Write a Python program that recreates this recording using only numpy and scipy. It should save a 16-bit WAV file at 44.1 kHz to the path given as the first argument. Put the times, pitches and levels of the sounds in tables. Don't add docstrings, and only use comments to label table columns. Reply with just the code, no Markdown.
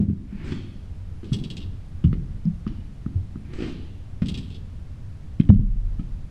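import sys
import numpy as np
from scipy import signal
from scipy.fft import rfft, irfft, next_fast_len
from scipy.io import wavfile
from scipy.ndimage import uniform_filter1d, minimum_filter1d

SR = 44100
rng = np.random.default_rng(int(sys.argv[2]) if len(sys.argv) > 2 else 0)


def output_pcm(signal):
    pcm = np.clip(np.atleast_2d(signal).T, -1, 1) * 32767
    wavfile.write(sys.argv[1], SR, np.round(pcm).astype(np.int16))


N = 277830
TIME = np.arange(N) / SR
AGE = TIME[:SR]
TOP_HZ = 15480


def amp(db):
    return 10 ** (np.asarray(db) / 20)


def unit(x):
    return x / np.sqrt(np.mean(x ** 2) + 1e-20)


def unit_peak(x):
    return x / np.abs(x).max()


def along(points, hz):
    f, v = np.transpose(points)
    return np.interp(np.log(hz + 1), np.log(f + 1), v)


def fade(t60, t=AGE):
    return amp(-60 * t / t60)


def filtered(x, response):
    size = next_fast_len(len(x) + SR // 4)
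    return irfft(rfft(x, size) * response(np.fft.rfftfreq(size, 1 / SR)), size)[:len(x)]


def coloured(x, spectrum):
    return unit(filtered(x, lambda hz: amp(along(spectrum, hz))))


def narrow(centre, width):
    return unit(filtered(rng.standard_normal(N), lambda hz: 1 / (1 + (2 * (hz - centre) / width) ** 2)))


def burst(spectrum, t60, rise):
    return coloured(rng.standard_normal(SR), spectrum) * fade(t60) * (1 - np.exp(-AGE / rise))


def ring(hz, t60, rise):
    return np.sin(2 * np.pi * hz * AGE) * fade(t60) * (1 - np.exp(-(AGE / rise) ** 2))


def add(track, s, sound):
    start = max(0, round(s * SR))
    track[start:start + len(sound)] += sound[:N - start]


# f/Hz, level/dB
AIR_COLOUR = [(20, 0.5), (60, -3), (110, -5.5), (170, -13), (280, -23.5), (380, -30.5), (600, -35),
              (1000, -40), (2500, -45.5), (5000, -51.5), (9000, -58.5), (11000, -62.5), (13000, -68.5),
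              (15000, -79.5)]
# f/Hz, width/Hz, level/dB
DRONE = (87, 17.4, -41.5)
# f/Hz, level/dB
WHINE = [(9620, -89), (9652, -91)]
def ventilation(air_db=-35.5):
    hz, width, db = DRONE
    whine = sum(amp(level) * narrow(pitch, width=11) for pitch, level in WHINE)
    air = amp(air_db) * coloured(rng.standard_normal(N), AIR_COLOUR)
    return air + amp(db) * narrow(hz, width) + whine


# f/Hz, level/dB, fade/s
BIN_NOTES = [(22.15, 2.5, 2.04), (37, 9.5, 1.5), (82, 2.5, 0.11), (92.3, 6, 0.16), (108.2, -2.5, 0.35),
             (143.9, -16.5, 0.28), (166.4, 0, 0.21), (200.4, 6.5, 0.17), (228.7, -6, 0.24),
             (256.8, -17.5, 0.27), (304, -3.5, .1), (328, -17, .3), (400, -23, .15), (475, -28, .1)]
# f/Hz, level/dB
BODY_COLOUR = [(120, -36), (240, 1), (340, -2.5), (420, -13.5), (560, -17.5), (900, -32), (3000, -40.5),
               (10000, -58.5)]
# t/s, level/dB, favoured f/Hz, spread/octaves, body level/dB
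BIN_BOOMS = [(.001, -2.5, 185, 0.77, -25), (0.08, -6, 134.6, 0.51, -46), (.325, -23.5, 190, 0.43, -58),
             (2.057, -8.5, 92, 0.65, -44.5), (2.452, -13.5, 157.7, 0.24, -54), (3.151, -13, 96, 0.14, -45),
             (5.493, 5.5, 109.4, 0.58, -28), (5.4987, -0.5, 210, 0.31, -36), (5.525, -14, 213, 0.27, -35),
             (5.554, -8, 45, 0.33, -45), (5.593, -2.5, 50, 0.94, -38), (5.606, -18.5, 225, 0.37, -46)]
def plastic_bin(contact=0.002, scatter_db=1):
    out = np.zeros(N)
    hz, level, t60 = np.transpose(BIN_NOTES)[:, :, None]
    for s, db, centre_hz, spread, body_db in BIN_BOOMS:
        share = np.exp(-.5 * (np.log2(hz / centre_hz) / spread) ** 2)
        strength = share * amp(level + scatter_db * rng.standard_normal(hz.shape))
        notes = strength * ring(hz, t60, rise=contact / spread)
        body = amp(body_db) * burst(BODY_COLOUR, t60=0.27, rise=.004)
        add(out, s, amp(db) * unit_peak(notes.sum(axis=0)) + body)
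    return out


# f/Hz, fade/s
HALL_FADES = [(60, 0.82), (250, 0.72), (1000, .5), (2000, 0.63), (3000, 1), (5000, 0.8), (9000, 0.3)]
def hall(x, steps=21, build_s=0.00096):
    out = np.zeros(N)
    hz, t, noise = signal.stft(rng.standard_normal((steps + 1, SR)), SR, nperseg=256)
    dying = noise * fade(along(HALL_FADES, hz)[:, None], t)
    tails = signal.istft(dying, SR, nperseg=256)[1][:, :SR] * (1 - np.exp(-AGE / build_s))
    for k, tail in enumerate(tails):
        away = np.abs(TIME / TIME[-1] * steps - k)
        near = away < 1
        piece = x[near] * np.cos(np.pi / 2 * away[near])
        add(out, TIME[near][0], signal.fftconvolve(piece, tail / np.linalg.norm(tail)))
    return out


def thump(s, hz, lag=1.884):
    phase = np.pi * hz * (TIME - s) - lag
    return (2 * phase ** 2 - 1) * np.exp(-phase ** 2)


# f/Hz, level/dB
FELT_COLOUR = [(300, 23.5), (500, 14.5), (800, 0.5), (1700, 7.5), (3000, 7.5), (4500, -5), (6500, -17),
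               (10000, -19.5), (15000, -68)]
# t/s, thump level/dB, thump f/Hz, slap level/dB, ping level/dB, ping fade/s, hall share/dB
BOUNCES = [(.097, -7.5, 188, -43, -47, .013, -8.5), (1.231, -31, 228, -40, -54.5, 0.013, 6.5),
           (1.3188, -11, 150, -47, -46, 0.014, -4.5), (1.324, -13, 110, -52, -39, .012, -20),
           (1.413, -20, 180, -49, -60, 0.012, 0), (2.041, -13, 186, -28.5, -29.5, 0.0053, -15.5),
           (2.046, -4, 134, -53, -42, 0.011, -3.5), (2.129, -20, 234, -34, -32.5, 0.016, -7.5),
           (2.6661, -15, 177, -41, -32, 0.018, -6), (3.062, -14, 160, -57, -37, 0.019, -7),
           (3.357, -21, 170, -58, -41, 0.02, -5), (4.22, -9, 156, -27, -41.5, .05, -0.5),
           (5.3996, -1, 157.4, -29.5, -44, 0.014, -12), (5.49, -6, 150, -29, -42, .011, -11),
           (5.994, -17.5, 164, -41.5, -48.5, 0.093, -8.5)]
def balls(ping_hz=1250, floor_db=-11, floor_hz=68, bin_air_db=-17, bin_air_hz=212):
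    near, slaps, to_hall = np.zeros((3, N))
    for s, db, hz, slap_db, ping_db, ping_t60, hall_db in BOUNCES:
        push = amp(db) * thump(s, hz)
        pitch = ping_hz * (1 + 0.011 * rng.standard_normal())
        shell = amp(ping_db) * ring(pitch, t60=ping_t60, rise=0.00014)
        felt = amp(slap_db) * burst(FELT_COLOUR, t60=0.026, rise=0.00047)
        thud = amp(floor_db) * ring(floor_hz, t60=.07, rise=.004)
        bin_air = amp(bin_air_db) * ring(bin_air_hz, t60=.11, rise=0.012)
        near += push
        add(near, s, shell + amp(db) * (thud + bin_air))
        add(slaps, s, felt)
        to_hall += amp(hall_db) * push
        add(to_hall, s, amp(hall_db - 9) * (shell + felt))
    return near + doorway(slaps), to_hall


# delay/s, level/dB
NEAR_ECHOES = [(.0085, -5.5), (0.0113, -6.5), (0.0157, -14), (.024, -19), (.034, -14.5)]
def doorway(x):
    out = x.copy()
    for delay, db in NEAR_ECHOES:
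        add(out, delay, amp(db) * x)
    return out


# f/Hz, level/dB
SCRAPE_COLOUR = [(300, -12), (600, 10), (900, -3.5), (1300, 8.5), (1800, -13), (2400, -5), (3100, 1),
                 (4200, 2.5), (5200, -3), (7000, -27), (12000, -47)]
GRIT_COLOUR = [(1500, -32), (3500, -20), (5500, 3), (6700, 2), (8300, 4), (10000, -19), (14000, -21)]
HUM_COLOUR = [(80, -4), (200, -2), (350, -8.5), (550, -31.5), (900, -28), (2000, -72)]
HEEL, TOE = (1970, 1560), (2920, 1500)
# t/s, pressing down/s, hold/s, lies flat t/s,
# scrape level/dB, blade level/dB, grit level/dB, hum level/dB
SWEEPS = [(0.29, 0.187, 0.056, .445, -60.5, -55, -69, -41.5),
          (3.452, 0.169, 0.076, 3.53, -57, -56, -70.5, -41)]
def stick_sweeps(touch_db=-14.5, toe_db=-1.5, lift_db_per_s=900, hum_fall_db_per_s=160):
    out = np.zeros(N)
    grain, scrape_growth, grit_growth = 0.25, 1.9, 0.27
    for s, press_s, hold, flat_s, scrape_db, blade_db, grit_db, hum_db in SWEEPS:
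        age = TIME - s
        contact = np.clip(1 + age / 0.042, 0, 1)
        press_db = touch_db * np.clip(1 - age / press_s, 0, 1)
        lifted_s = np.maximum(age - press_s - hold, 0)
        force_db = press_db - lift_db_per_s * lifted_s
        slips = rng.standard_normal((2, N))
        slips *= np.exp(grain * np.repeat(rng.standard_normal(N // 64 + 1), 64)[:N])
        roll = np.pi / 2 * np.clip((age - press_s) / hold, 0, 1) ** 2
        ringing = np.cos(roll) * narrow(*HEEL) + amp(toe_db) * np.sin(roll) * narrow(*TOE)
        blade = amp(force_db + blade_db) * ringing
        scrape = amp(scrape_growth * force_db + scrape_db) * coloured(slips[0], SCRAPE_COLOUR)
        grit = (TIME > flat_s) * amp(grit_growth * force_db + grit_db) * coloured(slips[1], GRIT_COLOUR)
        hum_gain = amp(hum_db + press_db - hum_fall_db_per_s * lifted_s)
        hum = hum_gain * coloured(rng.standard_normal(N), HUM_COLOUR)
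        out += contact * (scrape + blade + grit + hum)
    return out


# f/Hz, level/dB
CRACK_COLOUR = [(400, -10), (1200, 24.5), (1900, 24.5), (3000, 17.5), (4800, 17), (6500, 6), (9000, -18),
                (14000, -61)]
# t/s, crack level/dB, rise/s, knock level/dB, knock f/Hz, ring level/dB
CLACKS = [(.52, -42.5, 0.0005, -21.5, 199, -47), (2.675, -49.5, 0.0022, -31.5, 153, -54),
          (3.534, -48.5, 0.0017, -33.5, 270, -62), (3.587, -50.5, .001, -30, 260, -52),
          (3.603, -54, 0.0022, -24.5, 235, -47.5), (3.622, -42, 0.0055, -23, 252, -45),
          (3.637, -54, 0.0029, -23.5, 245, -55)]
def stick_clacks():
    out = np.zeros(N)
    for s, db, rise, knock_db, knock_hz, ring_db in CLACKS:
        blade = amp(ring_db) * narrow(TOE[0], width=860)[:SR] * fade(0.074) * (1 - np.exp(-AGE / rise))
        add(out, s, amp(db) * burst(CRACK_COLOUR, t60=0.054, rise=rise) + blade)
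        out += amp(knock_db) * thump(s, knock_hz)
    return out


# f/Hz, level/dB, fade/s
METAL_NOTES = [(2705, -3, 0.058), (2840, -7, 0.046), (3100, 1, .045), (3304, 5, 0.043), (3356, 4.5, 0.063),
               (3453, 5, 0.028), (3750, -1.5, 0.066), (3854, 4.5, 0.025), (3830, -5, 0.038),
               (4520, -5.5, 0.036), (5200, -4.5, 0.044), (5900, -13, 0.036), (7900, -4, .025)]
# f/Hz, level/dB
TICK_COLOUR = [(1500, -13), (5000, 0), (10000, -6), (15000, -33.5)]
JANGLE_COLOUR = [(800, -34), (1900, -11.5), (2400, -6), (2750, 4), (3400, 2), (4300, -1), (5300, -6),
                 (6700, -17), (8000, -10), (10000, -25.5), (15000, -41)]
def chink(ring_db=-5, jangle_db=-10, tick_db=-12, scatter_db=1):
    hz, level, t60 = np.transpose(METAL_NOTES)[:, :, None]
    strength, phase, shift = rng.standard_normal((3, *hz.shape))
    pitch = hz * (1 + 0.0035 * shift)
    notes = amp(level + scatter_db * strength) * np.sin(2 * np.pi * (pitch * AGE + phase)) * fade(t60)
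    tone = unit_peak(notes.sum(axis=0)) * (1 - np.exp(-AGE / 0.00027))
    tick = amp(tick_db) * burst(TICK_COLOUR, t60=.008, rise=.0001)
    jangle = amp(jangle_db) * burst(JANGLE_COLOUR, t60=0.066, rise=0.00055)
    return tick + amp(ring_db) * tone + jangle


# t/s, level/dB, dull above f/Hz
RATTLES = [(1.243, -42.5, 9000), (1.326, -32, 9000), (1.332, -22, 12100), (1.387, -40, 14000),
           (1.438, -29.5, 7700), (1.5014, -28, 8420), (1.568, -29, 8100), (1.605, -39, 5000),
           (1.616, -36.5, 4450), (1.627, -38.5, 4500), (4.259, -32.5, 7860), (4.2844, -25, 11820),
           (4.342, -27, 6400), (4.375, -30, 11000), (4.429, -44, 12000), (4.503, -38.5, 5000),
           (4.524, -42, 4500), (4.545, -37.5, 5800), (4.555, -43, 5530)]
# start t/s, end t/s, level/dB
TREMBLES = [(1.252, 1.325, -64.5), (4.22, 4.494, -62)]
def fitting(touches_per_s=940):
    out = np.zeros(N)
    for s, db, dull_hz in RATTLES:
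        lowpass = signal.butter(2, min(dull_hz, TOP_HZ), fs=SR)
        add(out, s, amp(db) * signal.lfilter(*lowpass, chink()))
    trembling = sum(amp(db) * ((TIME > start) & (TIME < end)) for start, end, db in TREMBLES)
    touches = (rng.random(N) < touches_per_s / SR) * rng.uniform(-1.3, 1, N)
    return out + trembling * coloured(touches, JANGLE_COLOUR)


# f/Hz, level/dB
PANEL_COLOUR = [(60, 0), (150, 7), (280, 0.5), (400, -5), (600, -24), (1300, -28.5), (2500, -50.5)]
def panel(offset_db=-9, follow=0.87):
    out = np.zeros(N)
    loudest = max(db for _, db, _ in RATTLES)
    for s, db, _ in RATTLES:
        shake_db = loudest + follow * (db - loudest) + offset_db
        add(out, s, amp(shake_db) * burst(PANEL_COLOUR, t60=0.51, rise=0.0017))
    return out


# t/s, level/dB, f/Hz, fade/s
CLICKS = [(2.048, -33, 2670, 0.0028), (2.454, -38, 5080, 0.0037), (2.676, -41, 4700, .006),
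          (5.399, -25, 2400, .005), (5.4098, -29, 3100, 0.0065), (5.424, -46.5, 3270, .025),
          (5.452, -44, 3160, 0.0066), (5.502, -2.5, 475, 0.0057), (5.5023, -25, 6500, .0006),
          (5.545, -23, 2800, 0.0014)]
def clicks():
    out = np.zeros(N)
    for s, db, hz, t60 in CLICKS:
        add(out, s, amp(db) * ring(hz, t60, rise=0.00027))
    return out


def scene():
    stick = stick_sweeps() + stick_clacks()
    bounces, bounces_to_hall = balls()
    booms = plastic_bin()
    metal = doorway(fitting())
    direct = amp(5.5) * stick + bounces + booms + clicks() + metal + panel()
    echo = hall(amp(2.5) * stick + bounces_to_hall + amp(-19) * booms + amp(-16) * metal)
    return direct + echo + ventilation()


def record(dry, ceiling_db=0.0, release_db_per_s=17, start_duck_db=7, hold_s=0.0054):
    over_db = np.maximum(20 * np.log10(np.abs(dry) + 1e-9) - ceiling_db, 0)
    recovery_db = release_db_per_s * TIME
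    duck_db = np.maximum.accumulate(np.maximum(over_db + recovery_db, start_duck_db)) - recovery_db
    half_hold = int(hold_s * SR / 2)
    gain_db = minimum_filter1d(-duck_db, 2 * half_hold + 1, origin=half_hold, mode="nearest")
    gain_db = uniform_filter1d(minimum_filter1d(gain_db, size=128), size=128)
    return filtered(dry * amp(gain_db), lambda hz: hz < TOP_HZ)


dry = scene()
out = record(dry)
output_pcm(out)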